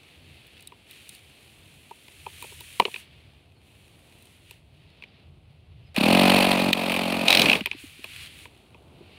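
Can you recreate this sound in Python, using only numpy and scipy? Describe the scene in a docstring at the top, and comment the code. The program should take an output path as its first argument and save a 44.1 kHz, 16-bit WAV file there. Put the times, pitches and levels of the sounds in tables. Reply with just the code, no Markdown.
"""An open grass field: a handheld electric starter cranks a small model plane engine that will not fire.
Each turn kicks resonances of intake and muffler, while noise gated by the ports hisses.
Hands clip a plug igniter to the cylinder head with a sharp knock; cranking shakes it loose, it clatters
and drops: contacts made of short noise scrapes that ring decaying modes.
Coloured noise makes sleeves and grass rustle and far traffic rumble; gliding sines are faint bird chirps."""
import sys
import numpy as np
from scipy import signal
from scipy.fft import rfft, irfft, next_fast_len
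from scipy.io import wavfile
from scipy.ndimage import map_coordinates

SR = 44100
rng = np.random.default_rng(int(sys.argv[2]) if len(sys.argv) > 2 else 0)


def transcribe(u):
    """Save the signal u as a 16-bit wav file named by the first command-line argument.

    u: samples, shape (n,) or (channels, n), limited to [-1, 1]; the rate is SR.
    q: integer samples, one column per channel.
    """
    v = np.clip(np.atleast_2d(u).T, -1, 1)
    q = np.round(v * 32767).astype(np.int16)
    wavfile.write(sys.argv[1], SR, q)


N = 404827
TIME_S = np.arange(N) / SR


def amp(db):
    """Decibel law: the amplitude gain of a level in dB."""
    return 10 ** (np.asarray(db) / 20)


def unit(x):
    """Power normalization: x at rms 1."""
    return x / np.sqrt(np.mean(x ** 2) + 1e-20)


def curves(rows):
    """Linear interpolation: one value per sample for each column after the time."""
    knots_s, *columns = np.transpose(rows)
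    return [np.interp(TIME_S, knots_s, column) for column in columns]


def wobble(rate_hz):
    """Slow random modulation: a smooth curve through rate_hz random knots a second."""
    knots = rng.standard_normal(int(N * rate_hz / SR) + 4)
    return map_coordinates(knots, [np.arange(N) * rate_hz / SR])


def filtered(x, response):
    """Linear filtering: the spectrum of x times a complex response of frequency."""
    m = next_fast_len(N + SR // 2)
    return irfft(rfft(x, m) * response(np.fft.rfftfreq(m, 1 / SR)), m)[..., :N]


def resonant(x, modes):
    """Forced resonance: x through causal bandpass modes; a unit impulse comes out with peak 1."""
    def response(hz):
        total = 0
        for k, (centre_hz, width_hz, db) in enumerate(modes):
            damping = 1j * hz * width_hz
            band = damping / (centre_hz ** 2 - hz ** 2 + damping)
            total = total + (-1) ** k * amp(db) * band
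        return total

    impulse_response = filtered(signal.unit_impulse(N), response)
    return filtered(x, response) / np.max(np.abs(impulse_response))


def noise(spectrum, grainy_db):
    """Spectral shaping: coloured noise of rms 1, made grainy by a fast random gain."""
    knots_hz, db = np.transpose(spectrum)
    grains = rng.standard_normal(N) * amp(grainy_db * wobble(300))
    return unit(filtered(grains, lambda hz: amp(np.interp(np.log(hz + 1), np.log(knots_hz), db))))


# the cranking: start_s, burble_db, puff_over_burble_db [s, dB, dB]
CRANKING = [(5.945, -47, 6), (5.965, -32, 10.5), (6.1, -23, 4), (6.3, -21.5, 2.5), (6.5, -24.5, -0.5),
            (6.7, -29.5, 6), (6.725, -38, 5), (6.78, -31, 1.5), (7.24, -31.5, 3.5), (7.3, -26.5, -4),
            (7.44, -28.5, 5), (7.56, -33, 5.5), (7.585, -35.5, 1)]
# the engine rocks back once more: start_s, peak_db [s, dB]
ROCK_BACK = (7.612, -23)


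def engine():
    """Superposition: intake burble, port hiss and muffler puffs share one shaft phase."""
    turn, on, rough = shaft()
    burble_db, puff_over_db = curves(CRANKING)
    start_s, strikes = HAMMERING[-1][:2]  # the long bout
    half_bout_s = strikes / curves(SHAFT_SPEED)[0] / 2
    hammering = np.abs(TIME_S - start_s - half_bout_s) < half_bout_s
    hiss_db = burble_db + 0.5 * hammering  # dB more while the igniter hammers
    puffs = amp(burble_db + puff_over_db) * exhaust(turn, on, rough)
    burble = amp(burble_db) * intake(turn, on, rough)
    hiss = amp(hiss_db) * port_hiss(turn, on, rough)
    last_s, last_db = ROCK_BACK
    last_puff = amp(last_db) * resonant(signal.unit_impulse(N, round(last_s * SR)), MUFFLER)
    sound = on * (puffs + burble + hiss) + last_puff
    # so small an engine radiates no deep bass: first-order highpass at 70 Hz
    return filtered(sound, lambda hz: 1j * hz / (70 + 1j * hz))


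# shaft: start_s, speed_hz [s, turns per s]
SHAFT_SPEED = [(5.94, 23.3), (6.05, 40.99), (6.13, 45.74), (6.22, 47.22), (6.45, 47.06), (6.85, 45.28),
               (7.2, 45.4), (7.42, 43.8), (7.63, 36.0)]
# turbulence: start_s, share [s, 0-1]
TURBULENCE = [(5.94, 0.25), (6.5, 0.28), (6.8, 0.42), (7.25, 0.42), (7.3, 0.88)]


def shaft():
    """Rotation: phase in turns is the running sum of speed; also the cranking gain and turbulence share."""
    speed, = curves(SHAFT_SPEED)
    rough, = np.clip(curves(TURBULENCE), 0, 1)
    fade = np.clip((SHAFT_SPEED[-1][0] - TIME_S) / 0.067, 0, 1)  # the last 67 ms
    on = (TIME_S > CRANKING[0][0]) * fade
    turn = 0.76 + np.cumsum(speed * (TIME_S > SHAFT_SPEED[0][0])) / SR
    return turn, on, rough


def kick(turn, on, rough, lag):
    """Periodic excitation: an impulse each turn, its timing and strength jittered by turbulence."""
    turns_done = np.floor(turn + lag + 0.02 * rough * wobble(40))
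    return np.diff(turns_done, prepend=0) * (on > 0) * amp(2.5 * rough * wobble(50))


def level(x, on):
    """Power normalization: x at rms 1 over the cranking."""
    return x / np.sqrt(np.mean(x[on > 0] ** 2))


def swirl(turn, on, modes):
    """Turbulent excitation: noise swelling gently once a turn drives resonances."""
    gate = np.exp(0.26 * (np.cos(2 * np.pi * (turn + 0.069)) - 1))
    return level(resonant(gate * rng.standard_normal(N), modes), on)


# muffler resonances: pitch_hz, width_hz, level_db [Hz, Hz, relative dB]
MUFFLER = [(198.3, 47, 10), (293, 128, 3), (88, 40, -9.5)]


def exhaust(turn, on, rough):
    """Cavity resonance: steady strokes give clean lines, turbulence smears them."""
    steady = level(resonant(-kick(turn, on, rough, 0.177), MUFFLER), on)
    smeared = swirl(turn, on, [(250, 250, 0)])
    return np.sqrt(1 - rough ** 2) * steady + rough ** 2 * smeared


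# air in the carburettor: pitch_hz, width_hz, level_db [Hz, Hz, relative dB]
INTAKE = [(630, 226, 8), (435, 150, 2.5), (778, 120, 1.5), (1280, 420, -6.5)]


def intake(turn, on, rough):
    """Air-column resonance: the carburettor's air is kicked three times each turn."""
    kicks = kick(turn, on, rough, 0.56)
    kicks = kicks + 1.12 * kick(turn, on, rough, 0.38)
    kicks = kicks + 1.3 * kick(turn, on, rough, 0.2338)
    steady = level(resonant(kicks, INTAKE), on)
    return np.sqrt(1 - rough ** 1.5) * steady + rough ** 0.75 * swirl(turn, on, INTAKE)


# air through the ports: pitch_hz, level_db [Hz, relative dB per Hz]
PORT_AIR = [(760, -17), (1300, -15.5), (1940, -12), (2490, -2.5), (3420, -9.5), (4400, -10), (6350, -36.5),
            (9270, -20), (11900, -28.5), (13500, -24.5), (15500, -34), (16000, -22)]
# igniter modes: pitch_hz, width_hz, level_db [Hz, Hz, relative dB]
IGNITER = [(2487, 240, 28.5), (2740, 345, 21), (2100, 540, 12), (4000, 640, -15.5), (1500, 220, -25)]


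def port_hiss(turn, on, rough):
    """Jet noise: the port jet comes once a turn; the shaken igniter buzzes between strokes too."""
    ports = np.clip(0.5 + 1.1 * np.cos(2 * np.pi * (turn + 0.19)), 0, 1)
    stroke = (1 - rough) * ports * amp(1.3 * wobble(45))
    leak = 0.17 + 0.7 * rough ** 2
    jet = level((leak + stroke) * noise(PORT_AIR, grainy_db=2.0), on)
    shaking = amp(3.7 * wobble(120)) * rng.standard_normal(N)
    return jet + 0.49 * level(resonant(shaking, IGNITER), on)


# loose igniter on the cylinder head, once a turn: start_s, strikes, click_db, fins_db
# [s of first strike, count, mean peak dB, peak dB]
HAMMERING = [(5.962, 1, -14.5, -25), (6.7296, 1, -4.5, -15), (6.8962, 4, -13.5, -38), (7.2815, 7, -5, -8),
             (7.2928, 7, -17.5, -20)]
# uneven rattle off its seat: start_s, click_db [s, peak dB]
RATTLE = [(7.457, -5.5), (7.484, -9), (7.4969, -1.5), (7.5149, -7.5), (7.5298, -6), (7.5523, -12.5),
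          (7.607, -21), (7.637, -32)]
# cylinder head modes: pitch_hz, width_hz, level_db [Hz, Hz, relative dB]
FINS = [(3910, 360, 14.5), (4860, 200, -28)]
# bright snap of a contact: pitch_hz, width_hz, level_db [Hz, Hz, relative dB]
SNAP = [(9280, 960, -1), (13700, 2800, 4)]


def clatter():
    """Repeated impact: the igniter hammers with the shaft, then rattles free."""
    def turn_s(s):
        return 1 / np.interp(s, *np.transpose(SHAFT_SPEED))

    contacts = []
    for first_s, strikes, click_db, fins_db in HAMMERING:
        for k in range(round(strikes)):
            middle_s = first_s + k * turn_s(first_s) / 2  # where the mean speed is read
            strike_s = first_s + k * turn_s(middle_s)
            contacts.append((strike_s, click_db + rng.normal(0, 1), fins_db, click_db - 12))
    for s, click_db in RATTLE:
        contacts.append((s, click_db, click_db - 23, click_db - 20.5))  # fins and snap under the click
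    return blows(contacts, (IGNITER, FINS, SNAP), rise_ms=2, fall_ms=2.1, vary_db=2)


# igniter and starter against the model: start_s, click_db, fuselage_db [s, peak dB, peak dB]
KNOCKS = [(0.7205, -40.5, -40), (1.9097, -47, -32.5), (2.0815, -39.5, -47), (2.2638, -28.5, -25.5),
          (2.4238, -32, -34), (2.4418, -34.5, -36), (2.519, -44, -41), (2.606, -38, -43.5),
          (2.798, -6.5, -5), (2.82, -25.5, -23.5), (2.8523, -11.5, -22), (2.8769, -42, -28.5),
          (2.9418, -21.5, -42), (2.96, -24, -41), (4.509, -35.5, -47), (5.023, -30, -48),
          (5.0372, -30.5, -50), (7.6586, -11, -29.5), (7.67, -20, -33), (7.7133, -14, -40),
          (7.7305, -32, -43.5), (8.0424, -22.5, -34), (8.455, -30, -39), (8.7452, -41, -45.5)]
# fuselage modes: pitch_hz, width_hz, level_db [Hz, Hz, relative dB of the first swing]
FUSELAGE = [(380, 85, 2), (230, 80, -2), (570, 60, -13), (720, 120, -8), (950, 110, -3), (1350, 300, -16)]


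def knocks():
    """Coupled impact: each contact rings the igniter and fuselage, with a snap 28 dB under the click."""
    contacts = [(s, click_db, body_db, click_db - 28) for s, click_db, body_db in KNOCKS]
    return blows(contacts, (IGNITER, FUSELAGE, SNAP),
                 rise_ms=0.25, fall_ms=2.2, vary_db=2.5, chatter_db=-29, chatter_ms=20)


# bright ticks: start_s, level_db [s, peak dB]
TICKS = [(0.468, -44), (.6066, -43.5), (.624, -43), (.6728, -29.5), (.91, -34.5), (1.0916, -30),
         (1.149, -37), (2.4244, -30), (2.606, -30.5), (2.798, -21), (4.2235, -45), (4.255, -45),
         (4.5096, -37), (7.6586, -23.5), (8.043, -34.5)]


def ticks():
    """Brief impact: a bright snap with a ring near 4 kHz, 5 dB under it."""
    contacts = [(s, db, db - 5) for s, db in TICKS]
    return blows(contacts, (SNAP, FINS), rise_ms=0.25, fall_ms=2.2, vary_db=2)


# soft bumps in the grass: start_s, level_db [s, peak dB]
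THUDS = [(7.745, -36), (7.837, -37.5), (7.99, -41), (9.006, -41)]
# turf mode: pitch_hz, width_hz, level_db [Hz, Hz, relative dB]
TURF = [(273, 94, 0)]


def thuds():
    """Damped impact: a soft bump rings one broad, low mode of the turf."""
    return blows(THUDS, (TURF,), rise_ms=2.2, fall_ms=4, vary_db=0)


def blows(events, bodies, rise_ms, fall_ms, vary_db, chatter_db=-60, chatter_ms=12):
    """Modal impact: a short ragged scrape, then chatter, rings each body's modes at varied strengths."""
    t = np.arange(SR // 8) / SR
    t_ms = 1000 * t
    chatter = amp(chatter_db) * np.exp(-(t_ms / chatter_ms) ** 2)
    shape = (1 - np.exp(-t_ms / rise_ms)) * (np.exp(-t_ms / fall_ms) + chatter)
    out = np.zeros(N + SR)
    for s, *levels_db in events:
        for modes, peak_db in zip(bodies, levels_db):
            ring = np.zeros(len(t))
            for hz, width_hz, db in modes:
                strength = amp(db + vary_db * rng.standard_normal())
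                ring += strength * np.exp(-np.pi * width_hz * t) * np.sin(2 * np.pi * hz * t)
            # a soft onset paced by the first mode softens the treble; a difference holds back the bass
            radiated = np.diff(ring * np.tanh(2 * modes[0][0] * t) ** 2)
            hit = signal.fftconvolve(shape * rng.standard_normal(len(t)), radiated)
            out[round(s * SR):][:len(hit)] += amp(peak_db) * hit / np.max(np.abs(hit))
    return out[:N]


# hands, sleeves and grass on the move: start_s, swish_db, treble_db [s, dB, dB, before the grain]
RUSTLE = [(0, -57.5, -66), (0.6, -54, -64.5), (0.72, -60.5, -69.5), (0.86, -60.5, -69), (0.9, -53, -59.5),
          (1.15, -50.5, -53.5), (1.2, -57.5, -63.5), (2.0, -57.5, -60.5), (2.45, -51, -51.5),
          (3.0, -50, -51.5), (3.07, -57.5, -71.5), (3.6, -67.5, -76), (3.66, -63, -68.5),
          (4.33, -60.5, -63.5), (4.42, -64, -69), (4.52, -58, -63), (4.62, -67, -75), (5.15, -60, -80),
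          (5.3, -69.5, -80), (5.9, -65, -80), (7.6, -47.5, -57), (7.76, -51.5, -66), (7.8, -50, -52.5),
          (8.0, -53, -59.5), (8.24, -43.5, -50), (8.3, -51, -59), (8.44, -52, -54.5), (8.49, -61, -68),
          (8.9, -65, -72.5), (9.15, -54.5, -69)]
# swish spectrum: pitch_hz, level_db [Hz, relative dB per Hz]
SWISH = [(650, -38.5), (1100, -15.5), (1560, -11.5), (2620, 1.5), (4360, -7), (5590, -22.5), (7000, -35.5),
         (9100, -50.5), (15400, -120)]
# treble spectrum: pitch_hz, level_db [Hz, relative dB per Hz]
FIZZ = [(3240, -34), (5500, -10), (7660, -7), (9320, -1.5), (14900, -14), (16000, -6)]


def rustle():
    """Friction noise: cloth and grass swish in grains with stray crackles, the treble on its own swell."""
    swish_db, fizz_db = curves(RUSTLE)
    crackles_per_s, crackle_db = 10, 1  # stray stalks: mean rate, mean level over the swish
    stalks = (rng.random(N) < crackles_per_s / SR) * amp(crackle_db + 2.7 * rng.standard_normal(N))
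    decay = np.exp(-np.arange(SR // 100) / (0.0017 * SR))  # 1.7 ms
    crackles = np.convolve(stalks, decay)[:N]
    grain = amp(1.2 * wobble(9.4)) * (1 + crackles)
    swish = amp(swish_db) * noise(SWISH, grainy_db=1.0)
    fizz = amp(fizz_db) * noise(FIZZ, grainy_db=0.5)
    return grain * (swish + fizz)


# far traffic: start_s, rumble_db, murmur_db [s, dB, dB, before the wobble]
TRAFFIC = [(0.0, -60, -62), (7.54, -54.5, -65), (9.18, -56.5, -58)]
# rumble spectrum: pitch_hz, level_db [Hz, relative dB per Hz]
RUMBLE = [(15, -65), (25, -47.5), (46, -11.5), (81, 2), (118, -3.5), (151, -3), (220, -25), (290, -54),
          (480, -120)]
# murmur spectrum: pitch_hz, level_db [Hz, relative dB per Hz]
MURMUR = [(110, -56.5), (180, -3.5), (384, -6), (539, -11), (684, -10), (1600, -24.5), (2080, -61),
          (3520, -120)]


def traffic():
    """Distant broadband noise: far traffic as a lumpy rumble under a smooth murmur."""
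    rumble_db, murmur_db = curves(TRAFFIC)
    rumble = amp(rumble_db + 3.4 * wobble(4.5)) * noise(RUMBLE, grainy_db=-1.4)
    murmur = amp(murmur_db + wobble(3.1)) * noise(MURMUR, grainy_db=0.45)
    return rumble + murmur


# falling bird chirps: start_s, length_s, pitch_hz, level_db [s, s, Hz at the start, peak dB]
BIRDS = [(3.54, .07, 4500, -69), (3.9, .06, 4600, -71), (3.98, .07, 3750, -71), (4.89, .08, 4500, -69),
         (5.07, .04, 4950, -68), (5.14, .12, 4200, -71), (5.85, .05, 5250, -69)]


def birds():
    """Frequency glide: far whistles whose pitch slides down by 8.3 %."""
    out = np.zeros(N)
    for s, length_s, start_hz, db in BIRDS:
        u = np.linspace(0, 1, round(length_s * SR))
        phase = 2 * np.pi * np.cumsum(start_hz * (1 - 0.083 * u)) / SR
        out[round(s * SR):][:len(u)] += amp(db) * np.sin(np.pi * u) * np.sin(phase)
    return out


def scene():
    """Linear superposition: all sources on the open field, one microphone."""
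    contacts = clatter() + knocks() + ticks() + thuds()
    return (engine() + contacts + rustle() + traffic() + birds())[None]


def record(dry):
    """Saturation and band limiting: peaks bend softly towards 0.88, then a steep lowpass."""
    held = dry / (1 + np.abs(dry / 0.88) ** 6) ** (1 / 6)
    top_hz = 15700
    return filtered(held, lambda hz: 1 / (1 + (hz / top_hz) ** 160))


dry = scene()
out = record(dry)
transcribe(out)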